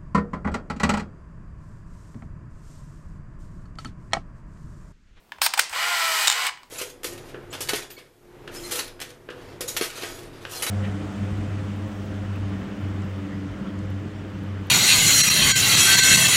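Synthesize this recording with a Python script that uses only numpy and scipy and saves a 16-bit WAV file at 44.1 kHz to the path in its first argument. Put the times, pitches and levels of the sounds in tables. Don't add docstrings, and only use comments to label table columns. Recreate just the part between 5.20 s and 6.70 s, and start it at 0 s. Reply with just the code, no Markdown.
import sys
import numpy as np
from scipy import signal
from scipy.fft import rfft, irfft
from scipy.io import wavfile
from scipy.ndimage import uniform_filter1d, minimum_filter1d

SR = 44100
rng = np.random.default_rng(int(sys.argv[2]) if len(sys.argv) > 2 else 0)


def dump(signal):
    limited = np.clip(np.atleast_2d(signal).T, -1, 1)
    pcm = np.round(limited * 32767).astype(np.int16)
    wavfile.write(sys.argv[1], SR, pcm)


N = 66150
T = np.arange(N) / SR
HZ = np.fft.rfftfreq(8192, 1 / SR)

# frequency_hz, gain_db
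BODY_RESPONSE = [(40, -28), (200, -36), (400, -19), (600, -11), (850, -1), (1250, -1.5), (1550, -1),
                 (2100, -2.5), (3500, -6.5), (5200, -6.5), (6100, -10.5), (8700, -6.5), (10500, -17),
                 (13000, -14), (16000, -18)]


def knocks():
    # start_s, level_db, rise_s, fall_s, first_mode_hz, second_mode_hz, mode_db, then tint_db per band
    impacts = [(0.0936, -50, .0006, .002, 700, 850, 1, 8, 10, -6, -10, -12, -10),
               (0.1206, -26, 0.00018, 0.002, 1740, 1680, 11.6, -12, -0.5, -3.5, -7, -17.5, -12),
               (0.1850, -38.5, 0.00082, 0.0037, 950, 1600, 1.8, 24, 10.5, 1, -8, -12, -13),
               (0.2182, -10, 0.0012, .003, 2570, 1070, 10.4, -3.5, 6, -5, 3.5, 0, 1.5),
               (0.2641, -10.5, 0.0011, 0.0036, 1640, 2050, 12.6, -2, 6, -3, 5.5, 2.5, 8),
               (0.3377, -15, 0.0009, 0.0041, 4880, 2390, 15, -20, 2.5, -3.5, -4, -4.5, -3.5),
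               (0.3769, -18.5, 0.0017, 0.0082, 805, 1450, 6.3, -13, 4, -4.5, -3, -3, -1),
               (0.3954, -5.5, 0.0021, 0.0024, 1490, 1860, 16.8, 4.5, -1.5, 1, 6, 6.5, 9),
               (0.4960, -33.5, 0.0012, .003, 8900, 7700, 6, -16, -12, -23, 4, 8, 3),
               (0.5275, -28, .0003, 0.01, 3000, 4850, 2.8, -6, 8, 0.5, -8.5, -4, -6),
               (1.268, -18, .0005, 0.0023, 3724, 8200, 7.9, -30, -22, -5, 5, 4, 5),
               (1.3744, -37.5, 0.00052, 0.0012, 1910, 2750, 5.6, 0, -1, 1, -5, -8, -18),
               (1.4325, -38.5, .0006, 0.0018, 1103, 4800, 18, -1, 4.5, -5, 3, -1, -1)]
    tint_bands = (200, 800, 1700, 4000, 8000, 13000)
    # centre_hz, width_hz, gain_db
    body_modes = [(874, 120, 1.5), (2414, 180, 8.5), (3070, 52, 9.5), (3510, 60, 9), (4300, 120, 3),
                  (5120, 170, 5), (7960, 114, 8.5), (8300, 190, 3)]
    width_hz, hard_knock_db = 114, -8
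    near, far = np.zeros((2, N))
    for start_s, level_db, rise_s, fall_s, first_hz, second_hz, mode_db, *tint_db in impacts:
        blow = chatter(start_s, level_db, rise_s, fall_s)
        broad_db = spectrum(BODY_RESPONSE) + spectrum(list(zip(tint_bands, tint_db)))
        part_modes = [(first_hz, width_hz, mode_db), (second_hz, width_hz, max(mode_db - 6, 0))]
        near += colour(blow, broad_db + resonances(body_modes + part_modes))
        far += colour(blow, broad_db) * amp(0.3 * max(level_db - hard_knock_db, 0))
    return near + reflections(far, wet_db=-11)


def motor():
    # time_s, tooth_rate_hz
    speed = [(.53, 330), (.56, 519.7), (.585, 618.9), (.62, 689.3), (.68, 705.3), (.745, 701.6),
             (.8, 664.4), (.865, 666.2), (.895, 649.3), (.98, 642.5), (1.05, 622.6), (1.09, 601.7),
             (1.17, 723.6), (1.29, 755.8)]
    # time_s, rattle_db, treble_db, whine_db
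    effort = [(0.529, -33.5, -2, -28), (0.56, -27.5, -2, -2), (.63, -25, -2, 2.5), (.76, -25.5, 1.5, 3),
              (.9, -25.5, 3.5, 4.5), (1.049, -24, 5, -0.5), (1.09, -28, -0.5, -12), (1.17, -26.5, -1.5, 3),
              (1.275, -25.5, -0.5, 1.5), (1.297, -28, -15.5, -7), (1.304, -46, 3, -30),
              (1.36, -81, -20, -62)]
    # frequency_hz, gain_db
    housing_response = [(59, -69), (100, -41), (524, -19.5), (676, -10.5), (752, -12), (1030, -6),
                        (1130, -6.5), (1310, -2.5), (1610, -4.5), (1950, 0), (2630, -8.5), (2990, -5.5),
                        (3540, -6), (8110, -15), (10000, -18.5), (13800, -17.5), (16000, -30)]
    # centre_hz, width_hz, gain_db
    housing_modes = [(827, 27, 12), (1022, 27, 10.5), (1430, 120, 3.5), (2170, 24, 3.5), (2293, 35, 8),
                     (2460, 45, 8.5), (2953, 140, 8), (3910, 57, 3.5), (4290, 59, 6.5), (4880, 170, 5.5),
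                     (8000, 900, 6)]
    # multiple_of_tooth_rate, level_db
    partials = [(0.6667, -62.5), (1, -50), (1.485, -48), (2, -40.5), (2.85, -48.5), (3, -47), (3.56, -45.5),
                (7.333, -71), (8.333, -51)]
    # centre_hz, width_hz, gain_db
    whine_modes = [(554, 90, 2), (686, 36, 6.5), (1100, 27, 10.5), (1224, 95, 2.5), (1910, 114, 9)]
    speed_waver, flutter_db = 0.004, 3
    strike_share, strike_spread_db, strike_fall_teeth = 0.35, 2.5, 0.37

    times_s, *levels_db = np.transpose(effort)
    rattle_db, treble_db, whine_db = (np.interp(T, times_s, column) for column in levels_db)
    running = (T > times_s[0]) & (T < times_s[-1])
    rate_hz = np.interp(T, *np.transpose(speed))
    teeth = np.cumsum(rate_hz * (1 + speed_waver * wander(step_s=0.012))) / SR

    tooth_strength = amp(strike_spread_db * rng.standard_normal(N).clip(-2, 2))
    strikes = tooth_strength[teeth.astype(int)] * np.exp(-(teeth % 1) / strike_fall_teeth)
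    envelope = 1 - strike_share + strike_share * unit_rms(strikes)
    drive = unit_rms(envelope * rng.standard_normal(N)) * amp(rattle_db) * running
    treble = signal.sosfiltfilt(signal.butter(1, 5940, "high", fs=SR, output="sos"), drive)
    drive += (amp(treble_db) - 1) * treble
    rattle = colour(drive, spectrum(housing_response) + resonances(housing_modes))

    whine = np.zeros(N)
    for multiple, level_db in partials:
        partial_db = level_db + flutter_db * wander(step_s=0.03)
        partial_db += resonances(whine_modes, multiple * rate_hz)
        phase = 2 * np.pi * (multiple * teeth + rng.random())
        whine += amp(partial_db) * np.sqrt(2) * np.sin(phase)
    return rattle + whine * amp(whine_db) * running


def pawl():
    # start_s, level_db, rise_s, fall_s
    contacts = [(1.0729, -9.5, 0.00043, .004), (1.0803, -1.5, 0.00038, .0013),
                (1.1003, -9.5, 0.00058, 0.0018), (1.1141, -17.5, 0.00043, 0.0035),
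                (1.1247, -18.5, 0.001, .003)]
    # frequency_hz, gain_db
    response = [(40, -49), (150, -27), (450, -22), (800, -3), (2500, 0.5), (5000, -0.5), (8500, -3),
                (10500, -12), (16000, -14)]
    # centre_hz, width_hz, gain_db
    modes = [(3690, 130, 9.5), (3730, 160, 8.5), (5410, 150, 6), (7030, 58, 13.5), (7430, 310, 7),
             (8500, 300, 6.5)]
    clicks = sum(chatter(*contact) for contact in contacts)
    return colour(clicks, spectrum(response) + resonances(modes))


def whizz():
    # frequency_hz, gain_db
    response = [(59, -77), (100, -55), (271, -48), (910, 0.5), (1680, -0.5), (1870, -0.5), (3700, -1),
                (5190, 6.5), (5770, -6.5), (8830, -3.5), (10200, -10.5), (13500, 2), (16000, -5.5)]
    # centre_hz, width_hz, gain_db
    modes = [(920, 120, 2.5), (1620, 55, 10.5), (4300, 190, 4), (5420, 250, 7), (9120, 290, 14.5)]
    start_s, end_s, edge_s = 0.222, 0.265, 0.00067
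    gate = np.clip(np.minimum(T - start_s, end_s - T) / edge_s, 0, 1)
    friction = amp(-21.5) * gate * rng.standard_normal(N)
    return colour(friction, spectrum(response) + resonances(modes))


def springs():
    # start_s, pitch_hz, level_db, t60_s
    tones = [(0.397, 505, -38.5, 0.076), (1.291, 980, -46, 0.61), (1.288, 1109, -65, .8),
             (1.29, 828, -54, 0.71)]
    ringing = np.zeros(N)
    for start_s, pitch_hz, level_db, t60_s in tones:
        age_s = np.maximum(T - start_s, 0)
        ringing += amp(level_db - 60 * age_s / t60_s) * np.sin(2 * np.pi * pitch_hz * age_s)
    return ringing


def fingers():
    # centre_s, level_db, half_width_s
    touches = [(0.2, -58.5, 0.024), (0.52, -57, .015), (.568, -57, 0.0078)]
    # frequency_hz, gain_db
    bump_spectrum = [(20, -3), (50, -2), (85, 8), (150, -29), (300, -29), (1000, -46)]
    bumps = sum(swell(*touch) for touch in touches) * noise(bump_spectrum)
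    slide = swell(centre_s=0.517, level_db=-40.5, half_width_s=0.025) * noise(BODY_RESPONSE)
    return bumps + slide


def reflections(x, wet_db):
    # frequency_hz, t60_s
    decay_times = [(200, 0.31), (1000, 0.43), (2800, 0.39), (7000, 0.27), (14000, 0.16)]
    # frequency_hz, gain_db
    response = [(200, 8.5), (1000, 2), (3000, 3), (8000, 6), (14000, -2.5)]
    onset_s, tap_density = 0.0066, 0.1
    t = T[:SR // 2]
    taps = rng.choice([-1., 1.], len(t)) * (rng.random(len(t)) < tap_density)
    taps *= np.minimum(t / onset_s, 1) ** 2
    hz, age_s, bands = signal.stft(taps, SR, nperseg=256)
    decay_db = -60 * age_s / spectrum(decay_times, hz)[:, None]
    tail = signal.istft(bands * amp(decay_db + spectrum(response, hz)[:, None]), SR)[1]
    return amp(wet_db) * signal.fftconvolve(x, tail / np.linalg.norm(tail))[:N]


def room(x, wet_db):
    return x + reflections(x, wet_db)


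def room_noise():
    # frequency_hz, gain_db
    background = [(20, -62), (70, -61.5), (130, -64.5), (300, -62.5), (550, -65.5), (900, -68), (1500, -73),
                  (3000, -75.5), (6000, -82.5), (15000, -83.5)]
    return amp(-60) * unit_rms(noise(background))


def chatter(start_s, level_db, rise_s, fall_s):
    evenness = 0.37
    t = np.arange(-512, 1536) / SR
    envelope = np.exp(np.minimum(t / rise_s, -t / fall_s))
    burst = envelope * rng.standard_normal(len(t))
    for _ in range(2):
        bins = rfft(burst)
        burst = irfft(bins / (abs(bins) + 1e-12) ** evenness)
        burst *= envelope / np.sqrt(abs(uniform_filter1d(burst ** 2, size=45)) + 1e-14)
    track = np.zeros(N + len(t))
    first = round((start_s + t[0]) * SR)
    track[first:first + len(t)] = amp(level_db) * burst
    return track[:N]


def resonances(modes, hz=HZ):
    power = sum(abs(amp(gain_db) ** 2 - 1) / (1 + (2 * (hz - centre_hz) / width_hz) ** 2)
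                for centre_hz, width_hz, gain_db in modes)
    return 10 * np.log10(1 + power)


def colour(x, gain_db):
    log_gain = np.log(amp(np.r_[gain_db, gain_db[-2:0:-1]]))
    transfer = np.exp(np.conj(signal.hilbert(log_gain)))
    impulse = np.fft.ifft(transfer).real[:len(HZ) // 2]
    return signal.fftconvolve(x, impulse / np.linalg.norm(impulse))[:N]


def spectrum(points, hz=HZ):
    points_hz, values = np.transpose(points)
    return np.interp(np.log(hz + 1), np.log(points_hz), values)


def noise(points):
    return colour(rng.standard_normal(N), spectrum(points))


def swell(centre_s, level_db, half_width_s):
    return amp(level_db) * np.exp(-((T - centre_s) / half_width_s) ** 2)


def wander(step_s):
    return unit_rms(np.interp(T, np.arange(N) * step_s, rng.standard_normal(N)))


def amp(db):
    return 10 ** (np.asarray(db) / 20)


def unit_rms(x):
    return x / np.sqrt(np.mean(x ** 2) + 1e-20)


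def scene():
    background = room_noise()
    camera = knocks() + room(whizz(), wet_db=-18)
    camera += room(pawl(), wet_db=-14.5)
    camera += room(motor(), wet_db=-14.5)
    return (camera + springs() + fingers() + background)[None]


def record(dry):
    ceiling, cutoff_hz = 0.93, 15900
    gain = np.minimum(1, ceiling / (abs(dry) + 1e-9))
    smooth_gain = uniform_filter1d(minimum_filter1d(gain, size=61), size=61)
    low_pass = signal.firwin(511, cutoff_hz, window=("kaiser", 9), fs=SR)
    return signal.oaconvolve(dry * smooth_gain, low_pass[None], "same")


dry = scene()
out = record(dry)
dump(out)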